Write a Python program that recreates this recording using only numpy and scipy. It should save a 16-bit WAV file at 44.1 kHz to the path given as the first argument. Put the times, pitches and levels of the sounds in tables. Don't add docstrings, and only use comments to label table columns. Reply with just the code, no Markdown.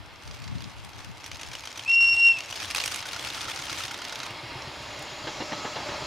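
import sys
import numpy as np
from scipy import signal
from scipy.fft import rfft, irfft, next_fast_len
from scipy.io import wavfile
from scipy.ndimage import uniform_filter1d, map_coordinates

SR = 44100
rng = np.random.default_rng(int(sys.argv[2]) if len(sys.argv) > 2 else 0)


def wav_out(sig):
    wavfile.write(sys.argv[1], SR, np.round(np.clip(np.atleast_2d(sig).T, -1, 1) * 32767).astype(np.int16))


def boost(x):
    u = np.asarray(x, float) / 20
    return 10 ** u


N = 267246


def unit(x):
    return x / np.sqrt(np.mean(x ** 2) + 1e-20)


def seconds(count=N):
    return np.arange(count) / SR


def along(points, hz):
    f, v = np.transpose(points)
    return np.interp(np.log(hz + 1), np.log(f + 1), v)


def curves(rows):
    s, *cols = np.transpose(rows)
    return [np.interp(seconds(), s, c) for c in cols]


def wobble(rate):
    return map_coordinates(rng.standard_normal(int(N * rate / SR) + 4), [np.arange(N) * rate / SR])


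def filtered(x, response):
    m = next_fast_len(N + SR // 2)
    return irfft(rfft(x, m) * response(np.fft.rfftfreq(m, 1 / SR)), m)[..., :N]


def coloured(x, spectrum):
    power = boost(2 * along(spectrum, np.linspace(0, SR / 2, num=4000)))
    scale = np.sqrt(np.mean(power))
    return filtered(x, lambda hz: boost(along(spectrum, hz)) / scale)


def rush(spectrum, alike, patchy_db):
    z = signal.stft(rng.standard_normal((2, N)), nperseg=512)[2]
    field = uniform_filter1d(rng.standard_normal(z.shape[1:]), size=5, axis=0)
    field = uniform_filter1d(field, size=10, axis=1)
    pair = signal.istft(z * boost(patchy_db * unit(field)), nperseg=512)[1][:, :N]

    def mid_side(hz):
        turn = np.arccos(np.clip(along(alike, hz), -1, 1)) / 2
        return boost(along(spectrum, hz)) * [np.cos(turn), np.sin(turn)]

    mid, side = filtered(pair, mid_side)
    return unit(np.array([mid + side, mid - side]))


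def placed(times, shapes):
    at = np.round(np.asarray(times) * SR).astype(int)[:, None] + np.arange(shapes.shape[1])
    return np.bincount(at.ravel(), shapes.ravel(), N + SR)[:N]


# time_s, level_db
WIND_STRENGTH = [(0, -52), (.33, -44.5), (.55, -37), (.7, -42), (.9, -49), (1.2, -50), (1.5, -53),
                 (1.8, -74.5), (2.3, -65), (2.5, -71), (2.75, -68), (3.1, -58), (4, -75), (6.06, -75.5)]
# pitch_hz, level_db (per Hz)
BUFFET_COLOUR = [(12, -51.5), (20, -19.5), (59, -2.5), (114, 3.5), (200, -6.5), (321, -19), (357, -23),
                 (500, -24.5), (650, -61.5), (1100, -120)]
# pitch_hz, level_db (per Hz)
HUSH_COLOUR = [(180, -22), (300, -3), (3490, -5), (3860, -11), (4950, -20), (5470, -18.5), (14100, -26),
               (15800, -41)]


def wind():
    level_db, = curves(WIND_STRENGTH)
    push = rush(BUFFET_COLOUR, [(100, 0.92)], patchy_db=5.0) * boost(level_db + 1.7 * wobble(30))
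    fields = boost(-54) * rush(HUSH_COLOUR, [(1000, 0.092)], patchy_db=1.0)
    return push * [[1.35], [-.68]] + fields


# start_s, stop_s, level_db
MOTOR_RUNS = [
    (0.203, 1.3, -62.5),
    (1.304, 2.437, -64.5),
    (2.475, 2.722, -50),
    (2.752, 2.996, -42.5),
    (3.069, 3.888, -50.5),
    (3.88, 4.3, -62),
]
# pitch_hz, level_db (per Hz)
CLACK_COLOUR = [(290, -55), (500, -9.5), (1520, -3.5), (1940, -3), (2210, -2), (2410, -1.5), (3140, -2),
                (6410, -5), (7780, -14.5), (9000, -37.5), (11700, -54), (19800, -120)]
# pitch_hz, level_db (per Hz)
SNAP_COLOUR = [(5000, -35), (7600, -3.5), (8400, -0.5), (9300, 1.5), (10200, -4.5), (12000, -6.5),
               (14000, -12.5), (15900, -19.5)]


def gears():
    t = seconds()
    running = sum(boost(db) * ((t > start) & (t < stop)) for start, stop, db in MOTOR_RUNS)
    running = uniform_filter1d(running, size=1800)
    teeth = running * boost(4.2 * wobble(350) + 2.96 * wobble(40.01))
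    dull = boost(6.0) * rush(CLACK_COLOUR, [(3000, 0.5)], patchy_db=2.0)
    bright = boost(-7) * rush(SNAP_COLOUR, [(9000, 1.0)], patchy_db=-3.5)
    return teeth * (dull + bright)


def burst(cycle, frames, pan_db):
    rows = np.tile(np.c_[cycle, np.full(len(cycle), pan_db)], (len(frames), 1, 1))
    rows[..., 0] += np.array(frames)[:, None]
    rows[..., 1] += rng.normal(0, 0.57, rows.shape[:2])
    rows[..., 2] *= 1 + rng.normal(0, 0.033, rows.shape[:2])
    return rows.reshape(-1, rows.shape[2])


def single(rows, pan_db):
    return np.c_[rows - np.array([0, 3, 0, -2]), np.full((len(rows), 2), [1.8, pan_db])]


# start_s, peak_db, ring_hz, brightness_db
DISTANT_CONTACTS = [(0.0598, -40, 5500, -21), (0.1376, -47, 4580, -17), (0.158, -39, 5430, -29),
                    (0.3586, -45, 3920, -28), (0.8003, -36.5, 4770, -29), (0.8472, -32, 4910, -18.5),
                    (0.9323, -33, 4350, -33), (0.988, -34.5, 5090, -29), (1.0026, -34, 3520, -32),
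                    (1.0456, -30.5, 5070, -20.5), (1.2077, -39, 4500, -23)]
CROWD_CONTACTS = [(1.2415, -25, 5560, -27.5), (1.2618, -24, 5880, -20.5), (2.5574, -24.5, 3480, -24),
                  (2.5945, -28, 3700, -29.5), (2.6266, -27, 1290, -23), (2.7023, -21, 2700, -26),
                  (2.7095, -17, 2400, -19.5), (2.7478, -12.5, 2580, -17.5), (2.7601, -13.5, 5240, -20),
                  (2.8014, -14, 2830, -28), (2.8164, -25, 2400, -23.5), (2.838, -14.5, 2420, -20),
                  (2.8588, -13.5, 5500, -17), (2.8776, -16, 2880, -18), (2.916, -22, 1500, -14.5),
                  (2.943, -17.5, 6640, -20), (2.959, -20.5, 2400, -14), (2.9816, -27.5, 2900, -21.5),
                  (4.3066, -28.5, 2200, -19), (4.4895, -45, 5200, -18), (4.5269, -40.5, 5200, -20.5),
                  (4.8248, -37.5, 5170, -17), (4.6203, -26.5, 5430, -37), (4.9924, -31, 3400, -16.5),
                  (5.024, -28.5, 3980, -16)]
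# after_clack_s, peak_db, ring_hz, brightness_db, rise_ms
DISTANT_CYCLE = [
    (-.052, -39, 4200, -28.5, 1.8),
    (-.022, -37, 4530, -25.5, 1.8),
    (0, -31.5, 4600, -25.5, 1.8),
    (.036, -31, 4840, -28.5, 1.8),
]
DISTANT_FRAMES = [.275, .4412, .605]
SLOW_CONTACTS = [
    (-.036, -32, 2470, -23.5, 4.03),
    (-.0185, -28, 5870, -20.5, 3.5),
    (.0012, -22.5, 3000, -25.5, 1.3),
    (.018, -33.5, 2500, -24.5, 1.2),
    (.031, -35, 5220, -22, 5),
    (.0435, -29, 6666, -25.5, 1.2),
    (.0555, -30, 5140, -19, 1),
]
SLOW_CLACKS = [1.314, 1.431, 1.551, 1.672, 1.793, 1.914, 2.042, 2.164, 2.284, 2.404, 2.525, 2.645]
SIDE_CYCLE = [
    (-.0145, -27, 4700, -19.5, 2.59),
    (0, -27, 5180, -26.5, 1.5),
    (.0625, -33.5, 3090, -15, 4.5),
    (.08, -32, 3400, -15.5, 2.5),
    (.108, -30.5, 2840, -24, 1.8),
]
SIDE_FRAMES = [2.574, 2.717, 3.0038, 3.145, 3.287, 3.429, 3.5741, 3.716, 3.8507]
FAST_CONTACTS = [
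    (-.0185, -33.5, 3850, -28, 1.5),
    (-.0115, -32.5, 2790, -14, 1.8),
    (0.001, -22.5, 3770, -27.5, 1),
    (.004, -32.5, 1404, -31.5, 2.5),
    (.030, -25.5, 1414, -23.5, 3.5),
    (.0545, -35, 6400, -19, 4),
    (.0625, -24.5, 3575, -22.5, 2),
]
FAST_CLACKS = 3.0251 + .1069 * np.arange(12)


def contacts():
    return np.vstack([
        single(DISTANT_CONTACTS, pan_db=8),
        single(CROWD_CONTACTS, pan_db=-2.0),
        burst(DISTANT_CYCLE, DISTANT_FRAMES, pan_db=-2.7),
        burst(SLOW_CONTACTS, SLOW_CLACKS, pan_db=0.8)[2:],
        burst(SIDE_CYCLE, SIDE_FRAMES, pan_db=7.0)[:-2],
        burst(FAST_CONTACTS, FAST_CLACKS, pan_db=-2.2)])


def cameras():
    s, db, ring_hz, bright_db, rise_ms, pan_db = contacts().T[:, :, None]
    rise = rise_ms / 1000
    t = seconds(SR // 12)
    u = t / np.clip(rise, .0004, .008)
    fall = boost(db - 4.0) * (u * np.exp(1 - u)) ** 1.47
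    trail = boost(db - 11.0 - 60 * t / 0.099) * (1 - np.exp(-t / 0.0079))
    ring = 0.5 * (3500 / ring_hz) ** 0.31 * fall * np.sin(2 * np.pi * ring_hz * t)
    noise = rng.standard_normal((len(s), 2, len(t)))
    clack = 0.53 * (fall + trail) * noise[:, 0]
    snap = 0.58 * boost(bright_db + 8.0) * (fall + trail) * noise[:, 1]
    start = s[:, 0] - .45 * rise[:, 0]

    def heard(part):
        return np.array([placed(start, boost(side * pan_db / 2) * part) for side in (1, -1)])

    direct = heard(ring) + coloured(heard(clack), CLACK_COLOUR) + coloured(heard(snap), SNAP_COLOUR)
    scatter = rng.standard_normal((2, SR // 20)) * boost(-60 * seconds(SR // 20) / 0.25)
    scatter = scatter / np.linalg.norm(scatter[0])
    return direct + boost(-11.0) * signal.fftconvolve(direct, scatter, axes=1)[:, :N]


# time_s, pitch_hz, level_db
WHISTLE_NOTE = [
    (1.86, 2505, -34),
    (1.884, 2680, -25.5),
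    (1.907, 2737, -17),
    (2.045, 2749, -16.5),
    (2.19, 2747, -21.5),
    (2.268, 2748, -13),
    (2.315, 2729, -19),
    (2.355, 2666, -33),
    (2.392, 2554, -34),
]
# level_db at full pressure, loss_db per root Hz of pitch sag
LOW_OVERTONES = [(-31.5, 2), (-52, 1)]
# partial_number, level_db under the 1st
HIGH_OVERTONES = [(4, -49.5), (5, -54.5)]
# time_s, half_width_s, first_db, second_db, third_db
EDDIES = [(1.873, 0.0041, -16, -2, -4), (1.923, 0.012, -3.5, -7, -6), (1.952, 0.0055, -5, 3, 0),
          (1.98, 0.019, 0, -15.5, -7), (2.003, 0.0078, -3, 4, -9), (2.064, 0.006, -5.5, -4.5, -4),
          (2.105, 0.0051, -3.5, -3, -3.5), (2.16, 0.015, -6.5, -15, -0.5), (2.175, 0.0052, 2.5, -26, -1),
          (2.3, 0.0051, 3, -11, 2), (2.328, 0.0022, -10, -13, -10)]
# delay_s, level_db
WHISTLE_ECHOES = [(0.011, -35), (.045, -28), (.09, -26), (0.16, -33)]


def whistle():
    pitch, level_db = curves(WHISTLE_NOTE)
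    t = seconds()
    sag = np.sqrt(np.clip(2745 - pitch, 0, None))
    levels = np.array([level_db] + [db - loss * sag for db, loss in LOW_OVERTONES])
    fades = sum(np.outer(db, np.exp(-((t - s) / half) ** 2)) for s, half, *db in EDDIES)
    first_db, second_db, third_db = levels + fades
    phase = 2 * np.pi * np.cumsum(pitch + 4 * wobble(60)) / SR
    tone = boost(first_db + 0.34 * wobble(90)) * np.sin(phase)
    tone += boost(second_db + 4.2 * wobble(90)) * np.sin(2 * phase)
    tone += boost(third_db + 3.2 * wobble(110)) * np.sin(3 * phase)
    for k, db in HIGH_OVERTONES:
        tone += boost(level_db + db - 1.3 * sag + 3.5 * wobble(60)) * np.sin(k * phase)
    blowing = (t > WHISTLE_NOTE[0][0]) & (t < WHISTLE_NOTE[-1][0])
    direct = np.sqrt(2) * tone * uniform_filter1d(blowing * 1., size=250)

    def echoes():
        return sum(boost(db + 2.1 * wobble(30)) * np.roll(direct, round(s * SR)) for s, db in WHISTLE_ECHOES)

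    return direct * boost([[.4], [-.4]]) + [echoes(), echoes()]


# pitch_hz, width_hz, level_db
WHEEL_RESONANCES = [(304.5, 42, -6.5), (582, 30, -18), (882, 133, -5), (1750, 25, -14), (2163, 61, -1),
                    (2833, 94, 0), (3265, 234, -0.5), (3940, 280, -6)]


def wheel_ring(f):
    return 1 + sum(1.42 * boost(db) * 1j * f * w / (c * c - f * f + 1j * f * w) for c, w, db in WHEEL_RESONANCES)


# time_s, hiss_db (from the locomotive), roll_db (from the coaches)
NEARNESS = [
    (0.0, -57.5, -52),
    (0.52, -55.5, -51.5),
    (0.88, -57.5, -52),
    (2.92, -46.5, -45.5),
    (4.85, -45, -43.5),
    (6.06, -43, -39),
]
# pitch_hz, level_db (per Hz)
RUMBLE_COLOUR = [(15, -47), (25, -44), (48, -4), (75, 1), (123, 2), (204, -28.5), (300, -2.5), (390, -64.5),
                 (660, -120)]
# pitch_hz, level_db (per Hz)
ROLL_COLOUR = [(88, -29), (150, -6), (205, -5), (381, -4), (507, -4.5), (578, -1.5), (734, -1), (910, -2.5),
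               (1210, 1), (1380, -2), (2000, -8.5), (2150, -9), (2600, -4), (3380, -43), (5720, -120)]
# pitch_hz, level_db (per Hz)
HISS_COLOUR = [(880, -5), (1500, -5.5), (2000, 0), (2160, -2), (3020, -5), (3230, -5), (5140, -3),
               (6080, -12.5), (6910, -12.5), (8250, -22), (9750, -20), (10800, -25), (15800, -33)]
# time_s, pitch_hz, level_db
WHEEL_SONG = [
    (5.45, 1296, -54),
    (5.658, 1285, -45),
    (5.8, 1294, -54),
]
# pitch_hz, likeness (1 = same)
TRAIN_ALIKE = [(60, 0.92), (180, 0.75), (550, 0.98), (1650, 0.95), (4970, 0.96), (15000, 1)]


def rolling():
    hiss_db, roll_db = curves(NEARNESS)
    rumble_db = -57 + 0.42 * (roll_db - roll_db[0])
    shake = wobble(7.2)
    roll = boost(roll_db + 1 + 0.52 * shake + 0.64 * wobble(25)) * rush(ROLL_COLOUR, TRAIN_ALIKE, patchy_db=0.73)
    hiss = boost(hiss_db + 3 + 0.16 * shake) * rush(HISS_COLOUR, TRAIN_ALIKE, patchy_db=1.04)
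    rumble = boost(rumble_db + 1.8 * shake + 0.53 * wobble(26))
    rumble = rumble * rush(RUMBLE_COLOUR, [(100, 0.99)], patchy_db=2.0)
    (first_s, first_hz, _), (last_s, last_hz, _) = WHEEL_SONG[0], WHEEL_SONG[-1]
    fade_in, fade_out = (first_s - .03, first_hz, -90), (last_s + .03, last_hz, -90)
    pitch, song_db = curves([fade_in, *WHEEL_SONG, fade_out])
    song = np.sqrt(2) * boost(song_db) * np.sin(2 * np.pi * np.cumsum(pitch) / SR)
    return rumble + boost(-2.5) * filtered(roll + hiss, wheel_ring) + song


# pitch_hz, half_width_hz
RAIL_BANDS = [(597, 48), (918, 43), (6850, 280)]
# loudest_s, level_db, rise_db_per_s, fall_db_per_s
RAIL_SWELLS = [(6.16, -41.5, 8.5, 0), (4.8, -54, 3, 16), (5.05, -53, 34, 15)]


def rail_hum():
    t = seconds()
    hum = 0
    for (hz, width), (s, db, rise, fall) in zip(RAIL_BANDS, RAIL_SWELLS):
        level_db = db - rise * np.maximum(s - t, 0) - fall * np.maximum(t - s, 0)
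        band = [(0.82 * hz, -120), (hz - width, -9), (hz, 0), (hz + width, -9), (1.1 * hz, -120)]
        hum = hum + boost(level_db) * rush(band, TRAIN_ALIKE, patchy_db=1.0)
    return hum


# pitch_hz, level_db (per Hz)
SCRUB_COLOUR = [(3000, -44), (4200, 2.5), (5600, 3), (6900, -3), (7500, -2), (8200, -37), (9500, -120)]


def flanges():
    t = seconds()
    full_s, full_db, rise_db_per_s, past_joint_db = 4.8, -53.5, 54, 8.5
    past_joint = np.clip((t - NEAR_AXLES[0][0]) / 0.035 + 1, 0, 1)
    level_db = full_db + rise_db_per_s * np.minimum(t - full_s, 0) + past_joint_db * past_joint
    return boost(level_db + 0.61 * wobble(8)) * rush(SCRUB_COLOUR, TRAIN_ALIKE, patchy_db=3.0)


# first_axle_s, boom_db, loudest_s after the first axle
FAR_JOINTS = [
    (1.041, -45, 0.21),
    (2.125, -44, 0.32),
    (3.096, -41.5, 0.55),
    (4.056, -36, 0.51),
    (4.991, -39.5, .1),
]
AXLE_TIMES = [0, .128, .247, .375, .497, .616, .744]


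def far_axles():
    first, db, loudest = np.transpose(FAR_JOINTS)[:, :, None]
    after = np.array(AXLE_TIMES)
    when = first + after
    screen_db = 61.5 * (after - loudest) ** 2
    size = db - screen_db + 1.0 * rng.standard_normal(when.shape)
    return when.ravel(), size.ravel()


# start_s, peak_db, boom_db
NEAR_AXLES = [
    (5.268, -17.5, -50),
    (5.4, -18, -41.5),
    (5.518, -20, -51),
    (5.574, -25, -46),
    (5.644, -17.5, -47),
    (5.757, -17.5, -44),
    (5.798, -30, -46),
    (5.886, -20.5, -43.5),
    (5.917, -26, -64),
    (6.019, -31, -41),
]
# pitch_hz, level_db (per Hz)
BLOW_COLOUR = [(88, -30), (150, 1.5), (871, 1), (1410, -7.5), (1850, -0.5), (2440, -15.5), (2720, -9),
               (3040, -13.5), (4000, -9.5), (5200, -25), (8800, -120)]


def joints():
    t = seconds(SR // 4)
    s, db, boom_db = np.transpose(NEAR_AXLES)
    far_s, far_db = far_axles()
    onset = 1 - np.exp(-t / 0.0054)
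    swell = placed(s, boost(db[:, None] - 5 - 60 * t / 0.12) * onset)
    blows = swell * boost(1.3 * wobble(150)) * rush(BLOW_COLOUR, [(500, 0.99)], patchy_db=1.4)
    when, size = np.r_[s, far_s], np.r_[boom_db + 3, far_db]
    pitch = (98 + 6 * when[:, None]) * np.exp(.05 * rng.standard_normal((len(when), 1)))
    notes = np.sin(2 * np.pi * pitch * t) + 0.47 * np.sin(2 * np.pi * 2.91 * pitch * t)
    boom = boost(size[:, None] - 60 * t / 0.085) * onset * notes
    return boost(-3.0) * filtered(blows, wheel_ring) + 2.36 * placed(when, boom)


def scene():
    train = whistle() + rolling() + rail_hum() + flanges() + joints()
    return wind() + gears() + cameras() + train


def band_limit(x):
    return signal.sosfilt(signal.butter(12, 16010, fs=SR, output="sos"), x)


def record(dry):
    top_hz = 15850
    mix = filtered(dry, lambda hz: hz < top_hz)
    return band_limit(mix)


dry = scene()
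out = record(dry)
wav_out(out)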